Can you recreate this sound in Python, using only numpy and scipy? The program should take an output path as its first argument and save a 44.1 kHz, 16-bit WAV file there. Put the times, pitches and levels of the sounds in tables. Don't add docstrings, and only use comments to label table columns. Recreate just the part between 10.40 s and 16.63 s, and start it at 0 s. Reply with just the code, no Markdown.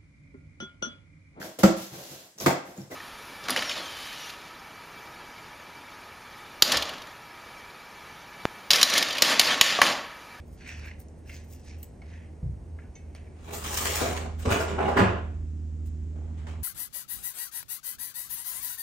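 import sys
import numpy as np
from scipy import signal
from scipy.fft import rfft, irfft
from scipy.io import wavfile
from scipy.ndimage import uniform_filter1d

SR = 44100
rng = np.random.default_rng(int(sys.argv[2]) if len(sys.argv) > 2 else 0)


def volts_from_db(level):
    exponent = np.asarray(level, float) / 20
    return 10 ** exponent


def transcribe(signal):
    frames = np.atleast_2d(signal).T
    limited = np.clip(frames, -1, 1)
    pcm = np.round(limited * 32767).astype(np.int16)
    wavfile.write(sys.argv[1], SR, pcm)


N = 274743
T = np.arange(N) / SR
HZ = np.fft.rfftfreq(N, 1 / SR)


def read(points, hz):
    f, value = np.transpose(points)
    return np.interp(np.log(hz + 1), np.log(f + 1), value)


def evened(x):
    return x / np.sqrt(np.mean(x ** 2) + 1e-20)


def bumps(peaks):
    return sum(db / (1 + (2 * (HZ - hz) / width) ** 2) for hz, width, db in peaks)


def add(mix, s, t60, rise, gain, hz=0, lead=0):
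    t = T[:round(2 * t60 * SR)]
    part = mix[..., round(s * SR):][..., :len(t)]
    envelope = (1 - np.exp(-t / rise)) * volts_from_db(-60 * t / t60)
    shape = envelope * np.cos(2 * np.pi * hz * t + lead)
    part += gain * shape[..., :part.shape[-1]]


# f/Hz, likeness/0-1, left lead/rad, left-right level/dB
PORTS_1 = [(60, .99, 0, -1), (250, .8, 0, -.5), (700, .5, .2, 0), (1700, .4, .4, -4), (2700, .9, .6, 0),
           (7100, .85, 1.2, 0), (7450, .97, 3.1, 0), (7900, .85, 5.2, 0), (11100, .98, 3.1, 0),
           (14200, .99, 0, 0), (16000, .95, -.8, 0)]
PORTS_2 = [(60, .98, -.1, -2), (160, .93, -.3, -1), (330, .88, -.45, -1), (550, .2, -1, -1),
           (2000, .2, -.7, -1.5), (4500, .15, -.3, 1), (6900, .2, .8, 7), (8500, .6, -.3, 1),
           (11200, .98, -3.14, 0), (14000, .99, -6.1, 0), (15200, .99, -6.5, 0), (16000, .95, -7.3, 0)]


def pair(ports, grains=1.0):
    left, other = rfft(grains * rng.standard_normal((2, N)))
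    hz, *columns = np.transpose(ports)
    same, lead, pan_db = (read(np.transpose([hz, column]), HZ) for column in columns)
    same = np.clip(same, 0, 1)
    right = (same * left + np.sqrt(1 - same ** 2) * other) * np.exp(-1j * lead)
    return np.array([left * volts_from_db(pan_db / 2), right / volts_from_db(pan_db / 2)])


# t/s, share/0-1
MOVE = [
    (3.0, 0.02),
    (3.4, 0.99),
]


def second_spot_share():
    return np.clip(np.interp(T, *np.transpose(MOVE)), 0, 1)


# f/Hz, level per Hz/dB
AIR_1 = [(20, -29.5), (55, -3.5), (100, -12), (259, -18), (428, -21.5), (800, -30), (1300, -42),
         (1930, -42), (3440, -53.5), (6000, -50), (8230, -49), (10000, -48), (12000, -48), (12600, -71.5)]
AIR_2 = [(20, -44), (55, -7), (100, -23), (130, -25.5), (240, -23), (330, -30), (500, -39.5), (1000, -51.5),
         (2000, -54.5), (4500, -61.5), (7400, -56.5), (9300, -68), (11800, -61), (12600, -90.5)]
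# f/Hz, width/Hz, level/dB
AIR_BUMPS = [(7450, 150, -1.5), (5640, 120, -1), (8200, 150, 3.5)]


def still_air(share):
    first = pair(PORTS_1) * volts_from_db(read(AIR_1, HZ) + bumps(AIR_BUMPS))
    second = pair(PORTS_2) * volts_from_db(read(AIR_2, HZ))
    first, second = (evened(irfft(z, N)) for z in (first, second))
    first_part = volts_from_db(-48) * np.sqrt(1 - share) * first
    return first_part + volts_from_db(-43.5) * np.sqrt(share) * second


# t/s, level/dB
HUM = [(0, -42.5), (.19, -59.5), (.4, -38.5), (.59, -49), (1.0, -43.5), (1.22, -50.5), (1.39, -38),
       (1.53, -62), (1.68, -41), (2.19, -52.5), (2.34, -37), (2.51, -54.5), (2.67, -41.5), (2.85, -46.5),
       (3.68, -35.5), (5.38, -33.5), (6.23, -36.5)]
# multiple of its speed, level/dB
HUM_ORDERS = [(2, -19), (3, -19), (3.8, -28), (4.65, -30.5), (1.2, -16.5)]


def fridge(share):
    motor_hz, extra_blur_hz, blur_hz = 78.84, 1.396, 0.598
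    wander = evened(irfft(rfft(rng.standard_normal(N)) * (HZ < 9), N))
    speed_hz = motor_hz + wander * (extra_blur_hz * (1 - share) + blur_hz)
    turn = 2 * np.pi * np.cumsum(speed_hz) / SR
    orders = sum(volts_from_db(db) * np.sin(k * turn + 6 * rng.random()) for k, db in HUM_ORDERS)
    level = volts_from_db(np.interp(T, *np.transpose(HUM)))
    lag = 0.13 * share * np.array([[1], [0]])
    pan = volts_from_db((0.6 + 1.0 * share) * np.array([[-1], [1]]))
    line = level * np.sin(turn - lag) * pan
    return np.sqrt(2) * (line + volts_from_db(-43.5 + 9.6 * share) * orders)


THUD_S = [2.028, 2.062]
# level/dB, t60/s
THUD = [
    (-23, 0.21),
    (-36, 1),
]
# f/Hz, level per Hz/dB
THUD_TONE = [(25, -19), (55, 5), (100, -1.5), (170, -10), (240, -31), (500, -32), (900, -79)]


def thud():
    level = np.zeros(N)
    for s, (db, t60) in zip(THUD_S, THUD):
        add(level, s, t60, .006, volts_from_db(db))
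    return level * evened(irfft(pair(PORTS_1) * volts_from_db(read(THUD_TONE, HZ)), N))


def patchy(x, patch_db):
    def blotches(bins, frames):
        noise = rng.standard_normal(z.shape[1:])
        return evened(uniform_filter1d(uniform_filter1d(noise, size=bins, axis=0), size=frames, axis=1))

    z = signal.stft(x, nperseg=512)[2]
    patches = blotches(4, 12)
    crackle = blotches(14, 3)
    z = z * volts_from_db(patch_db * (patches + 0.57 * crackle))
    return evened(signal.istft(z, nperseg=512)[1][:, :N])


# lowest f/Hz, highest f/Hz
PARTS = [
    (90, 900),
    (900, 3800),
    (3800, 11800),
    (11800, 15900),
]
STEEP = np.array([[.8], [1], [1.3], [1.9]])


def part_slopes():
    slopes = []
    for lo, hi in PARTS:
        low_edge = 1 + (lo / (HZ + 1)) ** (3 + lo / 2500)
        high_edge = 1 + (HZ / hi) ** (3 + hi / 2500)
        slopes.append(1 / low_edge / high_edge)
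    return np.array(slopes)[:, None]


def rubbed(strokes, law, extras, colour, blows, blow, tone, body, ports, slips_per_s, spread_db, patch_db):
    sizes = volts_from_db(spread_db * np.minimum(rng.exponential(1, N), 4))
    slips = sizes * (rng.random(N) < slips_per_s / SR)
    grains = 1.0 + evened(signal.lfilter([1], [1, -.985], slips))
    z = rfft(patchy(irfft(pair(ports, grains), N), patch_db))
    z = z * volts_from_db(read(tone, HZ) + bumps(body))

    rows = []
    for *timing_and_db, bright_db in strokes:
        boom_db = law[0] + law[1] * bright_db
        air_db = law[2] + law[3] * bright_db
        rows.append((*timing_and_db, boom_db, bright_db, air_db))
    rows += [(*row, *colour) for row in extras]

    level = np.zeros((4, N))
    for s, swell, fade, db, boom_db, crinkle_db, air_db in rows:
        span = slice(max(round((s - 3 * swell) * SR), 0), round((s + 3 * fade) * SR))
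        away = np.maximum((s - T[span]) / swell, (T[span] - s) / fade)
        parts_db = np.array([[boom_db], [0], [crinkle_db], [air_db]])
        level[:, span] += volts_from_db(db - 4.5 + parts_db - 20 * STEEP * away ** 1.455)

    air_db, air_per_db, t60 = blow
    for s, db, boom_db, bright_db in blows:
        parts_db = np.array([[boom_db], [0], [bright_db], [air_db + air_per_db * bright_db]])
        add(level, s, t60, .0015, volts_from_db(db - 9.5 + parts_db))
    return sum(g * evened(part) for g, part in zip(level, irfft(z * part_slopes(), N)))


def ringing(times, touches_db, mode_sets, rise, ports):
    out = np.zeros((2, N))
    leads = np.array(ports)[:, ::2]
    for s, touch_db, modes in zip(times, touches_db, mode_sets):
        for hz, db, t60 in modes:
            lead = np.array([[read(leads, hz)], [0]])
            add(out, s, t60, rise + 0.25 / hz, volts_from_db(touch_db + db), hz, lead)
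    return out


# peak t/s, swell/s, fade/s, scrape level/dB, brightness/dB (times to 20 dB under the peak)
CLOTH = [(0, .01, 0.0051, -47.5, -1.5), (.185, .03, 0.055, -63, 0), (.214, 0.029, 0.078, -54, -12),
         (.292, 0.068, 0.17, -41.5, -6.5), (.476, 0.14, 0.086, -45, -16), (.9, 0.065, 0.1, -54, -4.5),
         (.96, 0.056, 0.11, -54.5, 1.5), (1.13, 0.024, 0.21, -72.5, 8), (1.285, 0.067, 0.094, -54, 1.5),
         (1.35, 0.047, 0.11, -61.5, -12), (1.74, 0.18, 0.13, -55, -10), (1.84, 0.077, 0.095, -59, -19),
         (2.4, 0.016, 0.026, -58, -25), (2.43, 0.04, 0.081, -64, -27), (2.6, 0.027, 0.085, -68, -17),
         (2.7, .04, .05, -67, -16), (2.56, 0.044, 0.09, -70, 1), (2.77, 0.051, 0.38, -62, -15)]
CLOTH_LAW = (-44, -1, -23, 0.5)
# peak t/s, swell/s, fade/s, scrape level/dB
FLICKS = [(.08, .04, .04, -82), (.138, .06, .06, -78), (.385, .04, .05, -84), (.88, .06, .06, -82),
          (1.05, .03, .03, -84), (1.2, .03, .03, -83), (.46, .06, .06, -80), (.608, .04, .04, -71),
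          (.29, .05, .06, -80), (.79, .04, .04, -84), (.95, .12, .09, -80), (1.25, .04, .05, -84),
          (1.39, .03, .03, -82), (1.136, .09, .07, -71), (1.438, .06, .05, -75)]
# boom/dB, crinkle/dB, air/dB
FLICK = (-30, 8, 21)
# t/s, scrape level/dB, boom over scrape/dB, brightness/dB
TICKS = [(.2458, -49, -18, -25), (0.51, -40, -6, -36), (.8934, -41, -16, -24), (1.2605, -63, -17, -14),
         (1.428, -60.5, -16, 9), (1.6213, -52, 11, -18), (2.142, -68, 3, -22), (2.751, -44.5, -2, -1.5),
         (2.8444, -61, -7, -18)]
# air level/dB, air per dB of brightness, t60/s
TICK = (-7, 3.3, 0.066)
# f/Hz, level per Hz/dB
CLOTH_TONE = [(300, -25), (634, 3), (1230, -11), (1700, 1.5), (2500, 0), (3300, -10.5), (4000, -12),
              (6000, -11), (7440, -21.5), (10000, -27.5), (12000, -41), (14000, -36), (16000, -38)]
# f/Hz, width/Hz, level/dB
CLOTH_BODY = [(2160, 500, 1.3), (2700, 88, 1.6), (5500, 500, 1.6), (6260, 200, 3.7), (6830, 280, 4.9),
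              (7860, 200, 7.2), (9150, 75, 2.8), (9800, 270, 4)]


def cloth():
    return rubbed(CLOTH, CLOTH_LAW, FLICKS, FLICK, TICKS, TICK, CLOTH_TONE, CLOTH_BODY, PORTS_1,
                  slips_per_s=900, spread_db=0.72, patch_db=2.4)


CLINK_S = [1.4297, 1.618, 2.5537, .513, .894, 2.388, 2.7497, .6846, 2.562, 2.396, 2.42, 2.445, 2.144]
CLINKS = [-47.5, -52, -56, -40, -49, -49.5, -44, -49.5, -61, -60, -58, -60, -65]
# f/Hz, level/dB, t60/s
GLASS = [
    [(2920, -5.5, .03), (4100, -2, .02), (6900, -3, .03), (7770, -3, .09), (9800, 0, .04),
     (13700, 12, 0.018), (15000, 2, .03)],
    [(2180, 6.5, 0.047), (4390, -10, 0.055), (5640, -9, .03)],
    [(2190, -2, 0.2), (2630, -6, 0.1), (3070, -7, 0.15), (3600, -8, .17), (4320, -9.5, 0.15),
     (5030, -12, .15), (6050, -4, .1), (6240, 10.5, 0.071), (6830, -5, .06)],
    [(2030, 3, 0.022), (2630, -23, .02)],
    [(2150, 1, 0.19), (2730, 3, 0.13), (9000, -7, .08)],
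    [(1400, -0.5, 0.044), (1690, 7.5, 0.023), (2040, 1, 0.044), (2800, -19, 0.018)],
    [(595, 6.5, 0.018), (1260, 2, 0.01), (2110, 2.5, 0.012), (4500, -0.5, 0.013), (5750, -5, 0.0098),
     (9000, 5, 0.0073)],
    [(5840, 0, 0.0071), (6960, 0, 0.0098), (9200, 0, 0.0072)],
    [(2210, 2, .4), (1950, -3, .2), (2600, -4, 0.3), (6810, -4, .06), (6050, -8, .15)],
    [(1610, 1, .12), (2230, -3, .12), (1900, -1, .1), (3000, -8, .02)],
    [(1740, 2, 0.083), (2300, -5, .06)],
    [(1660, -2, .08), (1500, -1, 0.13)],
    [(1300, 1, .02), (700, 1, .02)],
]


def glass_jar():
    return ringing(CLINK_S, CLINKS, GLASS, 0.00027, PORTS_1)


# peak t/s, swell/s, fade/s, scrape level/dB, brightness/dB
PAPER = [(3.09, 0.17, 0.087, -53.5, -4.5), (3.142, 0.05, 0.15, -48, 8), (3.26, 0.045, 0.083, -42, -1.5),
         (3.384, 0.19, 0.4, -38, 5), (3.61, 0.31, 0.25, -35, -2), (4.0, 0.022, 0.085, -50.5, -1.5),
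         (5.465, 0.025, 0.055, -70, 10), (5.766, 0.12, 0.5, -75, -16), (6.0, 0.055, 0.1, -60, -12),
         (6.09, 0.032, 0.13, -51, -12.5)]
PAPER_LAW = (-7, 0.82, -5.5, 1.5)
# peak t/s, swell/s, fade/s, scrape level/dB
SHOVES = [(3.1, 0.035, 0.11, -59), (3.613, 0.0051, 0.066, -46), (3.68, .03, 0.1, -54.5),
          (3.72, 0.031, 0.18, -60), (3.85, 0.07, 0.11, -64.5), (3.47, 0.13, 0.065, -63),
          (5.77, 0.066, 0.72, -73)]
# boom/dB, crinkle/dB, air/dB
SHOVE = (21, -15, -40)
# t/s, scrape level/dB, boom over scrape/dB, brightness/dB
SNAPS = [(3.042, -60, -5, -3), (3.068, -73, 0, -8), (3.13, -53, -9, 8), (3.1395, -49, -6, 9),
         (3.239, -36.5, 1, -2), (3.3704, -36.5, -21, 13), (3.4524, -23.5, -13, -3.5),
         (3.5557, -39, -36, 13), (3.763, -28, -32, -7.5), (5.975, -52, 2, -8), (6.068, -41, 5, -11),
         (3.93, -61.5, -13, 0)]
# air level/dB, air per dB of brightness, t60/s
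SNAP = (-11.5, 1.4, 0.13)
# f/Hz, level per Hz/dB
PAPER_TONE = [(60, -36), (100, -0.5), (244, -7.5), (500, -3.5), (1000, -4), (1720, -8.5), (3000, -10.5),
              (5000, -15), (7000, -15.5), (9500, -17.5), (12000, -19), (14500, -17), (16000, -15.5)]
# f/Hz, width/Hz, level/dB
PAPER_BODY = [(408, 63, 6.3), (2250, 140, 3.9), (7800, 2900, 3.4)]


def paper():
    return rubbed(PAPER, PAPER_LAW, SHOVES, SHOVE, SNAPS, SNAP, PAPER_TONE, PAPER_BODY, PORTS_2,
                  slips_per_s=1500, spread_db=3.0, patch_db=2.12)


# peak t/s, swell/s, fade/s, scrape level/dB, brightness/dB
DRAWER = [(3.994, 0.019, 0.1, -74, 11.5), (4.116, 0.038, 0.13, -27, -4.5), (4.21, 0.056, 0.09, -39.5, -2.5),
          (4.3, 0.037, 0.18, -42.5, -10), (4.39, 0.023, 0.13, -37, -20.5), (4.51, 0.28, 0.16, -38.5, -13.5),
          (4.578, 0.018, 0.082, -26, -12), (4.606, 0.044, 0.21, -28.5, -19.5), (4.73, .1, 0.062, -56, -41)]
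DRAWER_LAW = (-1.5, 0, 1.5, 2)
# peak t/s, swell/s, fade/s, scrape level/dB
ROLLS = [
    (4.089, 0.043, 0.12, -41),
    (4.485, 0.23, 0.13, -44),
    (4.609, 0.043, 0.073, -44),
]
# boom/dB, crinkle/dB, air/dB
ROLL = (20, -8, -30)
# t/s, scrape level/dB, boom over scrape/dB, brightness/dB
KNOCKS = [(4.022, -45.5, -10.5, 16), (4.0531, -23, 4.5, -3), (4.103, -29, -18, -11),
          (4.114, -23.5, -2, -4.5), (4.201, -26, -12, -10.5), (4.28, -34, -8, 2), (4.385, -20.5, -7, -40),
          (4.411, -23, -3, -41), (4.4525, -30, 2.5, -32), (4.481, -22.5, 9, -17), (4.568, -11, -8.5, -25.5),
          (4.586, -19.5, 8.5, -18), (4.604, -24, 12, -52), (4.626, -34, 3, -32), (4.662, -26.5, 3.5, -31.5),
          (4.686, -30, -6, -27)]
# air level/dB, air per dB of brightness, t60/s
KNOCK = (-17.5, 0.45, 0.1)
# f/Hz, level per Hz/dB
DRAWER_TONE = [(53, -34), (95, -7), (133, -1), (192, -2), (272, -1.5), (385, 0), (804, -5.5), (1100, -5),
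               (1440, -6), (1900, -14.5), (2400, -17), (3000, -22.5), (4360, -33), (8350, -40),
               (11100, -61), (16000, -60)]
# f/Hz, width/Hz, level/dB
DRAWER_BODY = [(106, 12, 2), (181, 7.4, 4.1), (399.4, 19, 6.4), (780, 65, 1.1), (1680, 16, 1.2),
               (2920, 1100, 2.6)]


def drawer():
    return rubbed(DRAWER, DRAWER_LAW, ROLLS, ROLL, KNOCKS, KNOCK, DRAWER_TONE, DRAWER_BODY, PORTS_2,
                  slips_per_s=700, spread_db=0.89, patch_db=1.9)


BANG_S = [4.054, 4.108, 4.382, 4.455, 4.575, 3.612, 4.5977, 4.203, 3.66, 4.07, 4.111, 4.398, 4.473, 4.624,
          4.6556, 3.624, 3.608, 4.6819, 3.369, 3.525, 2.029, 2.06, 4.445, 4.745]
BANGS = [-26, -26.5, -24.5, -27, -14.5, -35.5, -22, -25, -30, -20, -20, -23, -23.5, -16.5, -18.5, -29, -32,
         -27, -38, -40, -26.5, -25.5, -28.5, -32.5]
# f/Hz, level/dB, t60/s
PANELS = [
    [(109, -16, 0.1), (242, -0.5, .2), (440.6, 3, 0.3), (557, -3, 0.17)],
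    [(715, -6, 0.49), (868, -9.5, 0.19), (1364, -2.5, 0.27), (2950, -8, 0.23)],
    [(378, -1.5, 0.34), (705, -3.5, 0.3), (830, -6, 0.25), (1345, -2, 0.14), (1483, -5.5, 0.24)],
    [(390, 7.5, 0.17), (738, -2, 0.3), (2853, -7, 0.21)],
    [(107, -6, 0.2), (190.4, -18, 0.13), (394, -13, 0.15), (1020, -15, 0.33), (1440, -19, 0.25),
     (1697, -12, 0.4), (1911, -7.5, .25), (2436, -18.5, .3), (3030, -36, .3), (4720, -22.5, 0.18)],
    [(255, 12.5, 0.18), (700, -5, 0.15), (537, -16, 0.11), (1040, -13, 0.11)],
    [(104, 9, 0.35), (193, 6, 0.21), (394, -6, 0.27), (489, -16, 0.21)],
    [(648.5, 1.5, 0.21), (984, -4, 0.16), (1410, -2, 0.12), (1600, -12, 0.12)],
    [(727, 5, 0.2), (1140, -8, .15)],
]
# f/Hz, level/dB, t60/s
LATER_RINGS = [
    [(89.7, 9.5, .09), (245, -4, .2), (432, -6, .2)],
    [(97, 6.5, .1), (440, -4.5, 0.09), (1458, -2.5, .12)],
    [(392, 2, .2), (747, -5, 0.13), (1253, -7, .1)],
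    [(390, -0.5, 0.18), (290, 0.5, 0.091), (705, -3.5, 0.24), (814, 1.5, .25)],
    [(195.3, 6.5, 0.18), (100, -13, .15), (358, -1, 0.17)],
    [(189.5, 3, 0.21), (104, -6, 0.13), (361, -4.5, .12), (603, -20, 0.22)],
    [(88.6, 3, .2), (516, 4.5, .15), (675, 0, .18)],
    [(417, 7, 0.11), (790, -8, .12), (1115, 0, 0.072)],
    [(190, -3, 0.23), (450, -6, .3), (721, -14, 0.45), (1035, -9, .4)],
    [(2200, 1, 0.064)],
    [(1100, 9, .06)],
    [(149, 3, 0.17), (94, 3, 0.17)],
    [(65.6, 6, 0.25), (110, -12, .1)],
    [(189.3, 1, .3), (149, -3, .3)],
    [(182, 1.5, 0.17), (448, -6, 0.18), (588, -8, .15)],
]


def drawer_panels():
    return ringing(BANG_S, BANGS, PANELS + LATER_RINGS, 0.0017, PORTS_2)


# f/Hz, t60/s
ROOM = [(100, 0.43), (300, 0.6), (1000, 0.44), (3000, 0.48), (7000, 0.35), (12000, 0.19)]


def room(x):
    hz, t, z = signal.stft(irfft(pair(PORTS_2), N)[:, :SR], SR, nperseg=256)
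    decay_db = -60 * t / read(ROOM, hz)[:, None]
    bass_db = -8.5 * (hz[:, None] < 400)
    tail = signal.istft(z * volts_from_db(decay_db + bass_db), SR, nperseg=256)[1]
    tail *= 1 - np.exp(-(np.arange(tail.shape[1]) / SR / 0.0026) ** 2)
    return signal.fftconvolve(x[:1], tail / np.linalg.norm(tail[0]), axes=1)[:, :N]


def scene():
    share = second_spot_share()
    near = cloth() + glass_jar()
    sheet = paper()
    far = drawer() + drawer_panels()
    wet = room(volts_from_db(-11.0) * near + volts_from_db(-7.0) * sheet + volts_from_db(-6.5) * far)
    background = thud() + fridge(share) + still_air(share)
    return near + sheet + volts_from_db(-4.0) * far + wet + background


def top_cut(x):
    return signal.sosfilt(signal.butter(12, 16400, fs=SR, output="sos"), x)


# f/Hz, threshold/dB
GATE_MID = [(2000, -128), (8800, -124), (9700, -111), (10500, -106), (11500, -101), (12500, -84),
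            (14500, -103), (16000, -91.5)]
GATE_SIDE = [(2000, -112), (5000, -106), (8500, -104), (11000, -108), (11600, -98.5), (12500, -99.5),
             (14500, -90), (16000, -99)]


def record(dry):
    mid_side = np.array([dry[0] + dry[1], dry[0] - dry[1]]) / 2
    hz, _, z = signal.stft(mid_side, SR, nperseg=2048, noverlap=1024, boundary="odd")
    power = abs(z[:, :1024]).reshape(2, 64, 16, -1) ** 2
    bands = np.repeat(np.mean(power, axis=2), 16, axis=1)
    flicker = uniform_filter1d(11.0 * rng.standard_normal((2, 32, z.shape[2])), size=3)
    fickle_db = np.repeat(flicker, 32, axis=1)
    gate_db = np.array([read(GATE_MID, hz), read(GATE_SIDE, hz)])[:, :1024, None] + fickle_db
    masked_db = 10 * np.log10(bands[::-1] + 1e-20) - 9.0 - 40 * (hz[:1024, None] < 9800)
    gate_db = np.maximum(gate_db, masked_db)
    z[:, :1024] *= bands > volts_from_db(2 * gate_db)
    z[:, hz > 15900] = 0
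    mid, side = signal.istft(z, SR, nperseg=2048, noverlap=1024)[1][:, :N]
    return top_cut(np.array([mid + side, mid - side]))


dry = scene()
out = record(dry)
transcribe(out)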